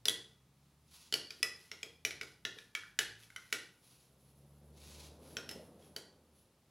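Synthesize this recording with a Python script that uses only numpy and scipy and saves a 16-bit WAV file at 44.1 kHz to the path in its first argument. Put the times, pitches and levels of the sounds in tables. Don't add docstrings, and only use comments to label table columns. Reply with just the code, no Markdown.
import sys
import numpy as np
from scipy import signal
from scipy.fft import rfft, irfft
from scipy.io import wavfile

SR = 44100
rng = np.random.default_rng(int(sys.argv[2]) if len(sys.argv) > 2 else 0)


def wav_out(sig):
    wavfile.write(sys.argv[1], SR, np.round(np.clip(np.atleast_2d(sig).T, -1, 1) * 32767).astype(np.int16))


N = 295470


def gain_of(db):
    return 10 ** (np.asarray(db) / 20)


def unit_rms(x):
    return x / np.sqrt(np.mean(x ** 2) + 1e-20)


def at_frequency(points, hz):
    f, value = np.transpose(points)
    return np.interp(np.log(hz + 1), np.log(f + 1), value)


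def follow(rows):
    s, *columns = np.transpose(rows)
    return [np.interp(np.arange(N) / SR, s, c) for c in columns]


def add(mix, s, sound):
    part = mix[max(round(s * SR), 0):][:len(sound)]
    part += sound[:len(part)]


def coloured(x, colour, size=4096):
    log_gain = np.log(gain_of(at_frequency(colour, abs(np.fft.fftfreq(size, 1 / SR)))))
    taps = np.fft.ifft(np.exp(np.conj(signal.hilbert(log_gain)))).real
    return signal.fftconvolve(x, taps[:size // 2])[:len(x)]


def noise(colour):
    return unit_rms(coloured(rng.standard_normal(N), colour))


def room_tone(level_db):
    spectrum = [(25, -17), (55, -5), (130, 3), (200, 0), (300, -6), (500, -11), (1200, -13), (1600, -18.5),
                (4000, -18.5), (7700, -23.5), (10700, -24), (16000, -30)]
    return gain_of(level_db) * noise(spectrum)


def vehicle(closest_s=5.493, distance_over_speed_s=0.87, road_db=-55, road_falloff=3.2, hidden_db_per_s=7):
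    gears = [(0, 58, 8), (1.0, 76.4, 1.5), (1.75, 86.8, 2.5), (2.75, 51.84, -1), (3.1, 55.36, 5),
             (3.7, 61.45, -10.5), (4.55, 71.5, 2.5), (5.95, 81.57, -7), (6.7, 68, -20)]
    orders = [-67.5, -72, -75.5]
    standing_waves = [(74.7, 3.3, 9.5), (118, 20, 7.5), (141, 15, 7.5), (180, 26, 3.5)]
    tyres = [(40, -18.5), (100, -4), (190, 1.5), (300, -1.5), (500, 1), (750, -6.5), (1100, -9.5),
             (2000, -15.5)]
    walls = [(50, -6.5), (72, 0), (150, 1), (750, -1.5), (1400, -8.5), (2500, -17.5), (5000, -40),
             (10000, -70)]
    hz, throttle_db = follow(gears)
    past_s = np.arange(N) / SR - closest_s
    nearness = 1 / np.hypot(1, past_s / distance_over_speed_s)
    phase = 2 * np.pi * np.cumsum(hz) / SR
    engine = np.zeros(N)
    for k, db in enumerate(orders, 1):
        lift_db = sum(lift / (1 + (2 * (k * hz - f) / width) ** 2) for f, width, lift in standing_waves)
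        waver = 1 + .25 * noise([(1, 0), (8, 0), (25, -25), (100, -80)])
        engine += gain_of(db + throttle_db + lift_db) * np.sqrt(2) * np.sin(k * phase) * waver
    hidden_db = hidden_db_per_s * np.maximum(past_s, 0)
    roar = gain_of(road_db - hidden_db) * nearness ** road_falloff * noise(tyres)
    return coloured(nearness * engine + roar, walls)


def unit_blow(x):
    return x * np.sqrt(.008 * SR / np.sum(x ** 2))


def burst(t, colour, fade_s, passes=4):
    fade = np.exp(-t / fade_s)
    x = rng.standard_normal(len(t)) * fade
    for _ in range(passes):
        flat_spectrum = np.exp(1j * np.angle(rfft(x)))
        x = irfft(flat_spectrum, len(t)) * np.sqrt(fade)
    return unit_blow(coloured(x, colour))


def ring(t, hz, t60, rise_s):
    return np.sin(2 * np.pi * (hz * t + rng.random())) * gain_of(-60 * t / t60) * (1 - np.exp(-t / rise_s))


def clinks(slosh=.006, split=.012, held_s=0.0076, choke_hz=3000, choke_slope=.3):
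    # t/s, contact level/dB, thud, treble and rim level/dB re contact,
    # lingering level/dB, brief rings [(f/Hz, level/dB)], of which the first lingers
    impacts = [(0.0549, -41, -9.5, 1.5, -11, -52, [(3650, -37.5), (2940, -45.5), (4170, -39.5), (4950, -37),
               (5600, -43), (6120, -46)]), (0.083, -38.5, -7, 4, -7.5, -55, [(3330, -26), (3500, -30.5),
               (3080, -39), (1000, -52.5), (700, -49), (2190, -48), (3810, -37.5), (4650, -37.5),
               (5850, -36), (10300, -42)]), (0.0946, -44.5, -17, -3, -25, -60.5, [(3340, -38.5),
               (3840, -41.5), (4160, -44.5), (6040, -49.5), (10070, -42.5)]),
               (1.1248, -41, -7, -6, -12, -56.5, [(2990, -37.5), (3460, -47), (4450, -42.5), (5330, -45.5),
               (7070, -47.5)]), (1.1394, -38, -9.5, -2, -17.5, -51, [(4480, -31.5), (2870, -34),
               (2370, -43.5), (3080, -38), (5030, -39.5), (5520, -41.5), (7150, -44.5)]),
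               (1.306, -48.5, -16.5, -9.5, -24, -53, [(4710, -47), (2440, -47.5), (3260, -54),
               (5200, -50)]), (1.4291, -40.5, -9.5, 2, 0, -52, [(5130, -30.5), (1962, -38.5), (2330, -39.5),
               (2530, -32.5), (2920, -43), (1180, -50.5), (3440, -38.5), (4100, -43), (5890, -39),
               (9340, -38.5)]), (1.715, -46.5, -12.5, -14.5, -19, -64, [(5030, -59.5), (1980, -58.5),
               (2150, -51), (2780, -52), (3370, -66), (5460, -50)]),
               (1.8304, -49.5, -7, -8.5, -26, -50, [(5090, -49.5), (1990, -50), (2400, -43.5),
               (3290, -46.5), (6680, -51), (7720, -50.5)]), (2.05, -35.5, -13, -6, -17, -44, [(2410, -31.5),
               (1420, -47), (2000, -39.5), (2930, -40), (3400, -46), (5790, -37.5), (6350, -44.5)]),
               (2.1075, -45.5, -15, -12, -30, -60, [(2260, -46), (4200, -57)]),
               (2.212, -47, -7.5, -12, -34, -61, [(2240, -42), (1480, -47.5), (1920, -51), (2600, -48),
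               (2910, -50), (3700, -54), (5130, -53)]), (2.2322, -57.5, -28, -2, -28, -66, [(1890, -65),
               (3470, -61), (4190, -65), (4870, -56)]), (2.451, -38.5, -14, -16, -23, -42, [(1773, -41),
               (1420, -45.5), (2130, -46), (2900, -43), (3350, -42), (3750, -44), (4030, -49.5)]),
               (2.5858, -54.5, -23, -10, -34, -51.5, [(1730, -53.5), (2380, -58.5), (3410, -58.5),
               (3690, -54.5)]), (2.7506, -41, -20.5, -9, -13, -44, [(2260, -35.5), (1450, -49.5),
               (1720, -42.5), (3090, -46), (3260, -44), (5650, -62), (7240, -54)]),
               (2.835, -65, -23, -9, -22.5, -60, [(1500, -54), (1710, -58)]),
               (2.9895, -30, -18.5, -6, -20.5, -41, [(2975, -32.5), (870, -55), (1710, -36.5), (3820, -39),
               (4000, -40), (5940, -38), (7050, -33.5)]), (3.234, -66.5, -57, -3, -28, -82, [(3350, -63)]),
               (3.3023, -65, -36, -2.5, -28, -64, [(2150, -60), (1506, -63)]),
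               (3.3616, -51, -18.5, -6.5, -7, -62, [(2077, -46), (1490, -51), (3050, -49.5), (5800, -54.5),
               (10360, -59), (10900, -56)]), (3.526, -34.5, -14, -5.5, -16.5, -56, [(1908, -40.5),
               (1500, -45), (2270, -37.5), (2890, -45), (5200, -43.5), (5860, -44), (6900, -44.5)]),
               (5.3684, -42.5, -7, -10, -24, -41, [(5450, -48), (1470, -49), (1860, -54), (7394, -54),
               (2550, -48.5), (3160, -44.5), (6120, -47.5)]), (5.491, -46, -15, -6, -14, -43, [(5230, -48),
               (2800, -54), (6000, -57), (7580, -61), (9200, -58)]),
               (5.512, -55, 2, -2, -25, -49, [(5120, -56), (1930, -54.5), (3000, -60), (10700, -56)]),
               (5.8253, -86, -15.5, 5, -20, -65, [(3270, -69.5)]),
               (5.8445, -82, -15, 5, -23, -78, [(3360, -80)]),
               (5.963, -47.5, -5, -1, -14, -51, [(4560, -44), (3110, -45.5), (1490, -55), (1790, -63),
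               (4120, -51), (4900, -52), (6020, -52.5)])]
    jar_modes = [(1440, -19.5, .15), (1745, -24, .15), (2120, -25, .1), (3230, -22, .18), (3470, -23, .18),
                 (4120, -24, .12), (5080, -23, .15), (5450, -21, .15), (5760, -22, .1), (6150, -26, .12),
                 (7180, -14, .02)]
    contact_colour = [(500, -25.5), (900, -22.5), (1150, -9.5), (1430, 1.5), (2200, -1.5), (3500, 1),
                      (5000, -3), (6100, -2), (7200, -15.5), (10000, -26.5)]
    treble_colour = [(5000, -18.5), (6600, -1.5), (7600, 1), (8700, -7), (10100, 2), (11300, -1),
                     (12500, -6.5), (16000, -13.5)]
    thud_colour = [(30, -24), (100, -8), (220, -7), (320, -1.5), (410, 6.5), (500, -4), (700, -7),
                   (1000, -15), (2000, -23)]
    t = np.arange(24000) / SR
    glass, tones, table = np.zeros((3, N))
    for s, db, thud_db, treble_db, rim_db, linger_db, rings in impacts:
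        offset, drift = rng.uniform(-1.2, 1, 2)
        bend = 1 + slosh * (offset + drift * t / .15)
        rim_hz = 1954 * bend * (1 + slosh * (t / .1 - .6) * np.sign(drift))
        strike = gain_of(-1) * burst(t, contact_colour, fade_s=0.0077)
        strike += gain_of(treble_db - 1) * burst(t, treble_colour, fade_s=0.0062)
        for hz, mode_db, t60 in jar_modes:
            strike += gain_of(mode_db - 2) * ring(t, hz * bend, t60, rise_s=0.00047)
        strike += gain_of(rim_db + .5) * ring(t, rim_hz, t60=.27, rise_s=.001)
        add(glass, s, gain_of(db) * strike)
        pair_hz = rings[0][0] * (1 + split * rng.uniform([-1, 0], [0, 1]))
        beating = sum(ring(t, hz * bend, t60=.09, rise_s=.003) for hz in pair_hz)
        add(glass, s, gain_of(linger_db - 6) * beating)
        for hz, mode_db in rings:
            choke = np.exp(-(t / held_s * max(hz / choke_hz, 1) ** choke_slope) ** 3)
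            add(tones, s, gain_of(mode_db) * unit_blow(choke * ring(t, hz, t60=0.028, rise_s=0.00042)))
        add(table, s, gain_of(db + thud_db) * burst(t, thud_colour, fade_s=0.009))
        for hz in rng.uniform([300, 385, 410], [385, 410, 480]):
            add(table, s + .004, gain_of(db + thud_db - 18) * ring(t, hz, t60=.27, rise_s=.008))
    return glass, tones, table


def swell(middle_s, length_s):
    return np.exp(-(2 * (np.arange(N) / SR - middle_s) / length_s) ** 2)


def stirring():
    strokes = [(.28, .2, -12), (1.36, .22, 0), (1.62, .14, 3), (1.83, .18, -2), (2.29, .12, -1),
               (2.6, .14, 0), (2.85, .12, -3), (3.22, .09, 4), (3.47, .33, 1), (5.31, .2, 2),
               (5.58, .18, -1), (5.84, .12, -2)]
    return sum(gain_of(db) * swell(s, length) for s, length, db in strokes)


def swirl(level_db=-70, grains_per_s=1400):
    # f/Hz, level/dB
    colour = [(150, -9), (400, -11.5), (1000, -10), (1600, -7), (3300, -3), (6000, -6), (8500, -13),
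              (10300, -4), (16000, -23)]
    sizes = gain_of(3 * np.minimum(rng.exponential(1, N), 4)) * rng.choice([-1, 1], N)
    grains = sizes * (rng.random(N) < grains_per_s / SR)
    return gain_of(level_db) * stirring() * unit_rms(coloured(grains, colour))


def fizz(fresh_db=-86.5, settle_s=0.14, pops_per_s=6000):
    own_fizz = [(0, -99), (.7, -89), (1.6, -80), (2.4, -89), (3.8, -77.5), (4.5, -80), (5.4, -73),
                (6.15, -85), (6.7, -90)]
    # f/Hz, level/dB
    colour = [(1500, -35), (3500, -13), (7000, -12), (9000, -12), (10200, 0), (11000, -1), (12200, -8),
              (16000, -17)]
    own_db, = follow(own_fizz)
    survival = np.exp(-1 / (settle_s * SR))
    freed = signal.lfilter([1 - survival], [1, -survival], stirring() ** 2)
    envelope = np.hypot(gain_of(own_db), gain_of(fresh_db) * np.sqrt(freed))
    spurts_db = 2 * noise([(1, 0), (12, 0), (40, -25), (150, -80)])
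    pops = rng.standard_normal(N) * (rng.random(N) < pops_per_s / SR)
    return envelope * gain_of(spurts_db) * unit_rms(coloured(pops, colour))


def sleeve(catches_per_s=12000, grain_db=2, wet_db=-3):
    swishes = [(.66, .15, -88, -85), (0.963, 0.13, -67.5, -65), (1.053, 0.11, -75, -69),
               (3.894, 0.13, -68, -68.5), (4.02, .1, -77, -75), (4.27, .12, -78.5, -82.5),
               (4.85, 0.15, -66, -61.5), (4.996, 0.17, -66.5, -60.5), (5.29, 0.18, -71.5, -73.5),
               (5.65, .08, -73, -88), (5.865, .11, -73.5, -96), (6.39, .12, -76, -80.5)]
    # f/Hz, level/dB
    hiss_colour = [(6000, -32.5), (9000, -10.5), (10300, 3.5), (11300, -2.5), (12300, -9.5), (14500, -19),
                   (16000, -11.5)]
    rub_colour = [(300, -18), (900, -4.5), (1800, -10), (2400, -4), (4000, 0), (6000, -1.5), (8500, -8),
                  (12000, -22)]
    catches = rng.standard_normal(N) * (rng.random(N) < catches_per_s / SR)
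    catches *= gain_of(grain_db * noise([(1, 3), (40, -1), (120, -31.5), (400, -80)]))
    hiss = unit_rms(coloured(catches, hiss_colour))
    rub = unit_rms(coloured(catches, rub_colour))
    cloth = sum(swell(s, length) * (gain_of(hiss_db) * hiss + gain_of(rub_db) * rub)
                for s, length, hiss_db, rub_db in swishes)
    return cloth + gain_of(wet_db) * room(cloth)


def gulps(glide=4.5):
    pockets = [(1.403, 336, -42.5), (1.866, 422, -44.5), (2.567, 430, -44), (5.525, 502, -47),
               (5.554, 224, -39), (5.56, 464, -36), (5.595, 573, -38.5)]
    t, out = np.arange(6000) / SR, np.zeros(N)
    for s, hz, db in pockets:
        add(out, s, gain_of(db) * ring(t, hz * (1 + glide * t), t60=0.025, rise_s=0.0024))
    return out


def room(x, gap_s=0.0045, reflections_per_s=5000, size=256):
    decay_times = [(150, 0.66), (450, 0.41), (1400, 0.42), (3600, 0.41), (6000, 0.39), (10000, 0.34),
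                   (16000, 0.14)]
    t = np.arange(SR * 3 // 4) / SR
    taps = rng.choice([-1., 1.], len(t)) * (rng.random(len(t)) < reflections_per_s / SR) * (t > gap_s)
    hz, frame_s, bands = signal.stft(taps, SR, nperseg=size)
    decay = gain_of(-60 * frame_s / at_frequency(decay_times, hz)[:, None])
    _, tail = signal.istft(bands * decay, SR, nperseg=size)
    return signal.fftconvolve(x, tail / np.linalg.norm(tail))[:N]


def scene(wet_db=-4, tones_wet_db=-5.5, table_wet_db=1, width_db=-41, floor_db=-72.5):
    ring_spread = [(1500, 2.5), (2400, -3.5), (3400, -3.5), (5000, -1), (7200, -9.5), (10000, -11)]
    thud_spread = [(250, 1), (480, 1), (850, 4.5), (1500, 1)]
    glass, tones, table = clinks()
    jar = glass + swirl() + gulps()
    radiated = gain_of(wet_db) * jar + gain_of(tones_wet_db) * coloured(tones, ring_spread)
    radiated += gain_of(table_wet_db) * coloured(table, thud_spread)
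    mid = jar + tones + table + room(radiated) + fizz() + sleeve() + vehicle() + room_tone(floor_db)
    side = gain_of(width_db) * room(mid)
    side += gain_of(floor_db - 11.5) * noise([(25, -7), (300, -13), (2000, -14), (16000, -14)])
    return np.array([mid + side, mid - side])


def record(dry):
    low_pass = signal.firwin(401, 16000, window=("kaiser", 8), fs=SR)
    return signal.oaconvolve(dry, low_pass[None], "same")


dry = scene()
out = record(dry)
wav_out(out)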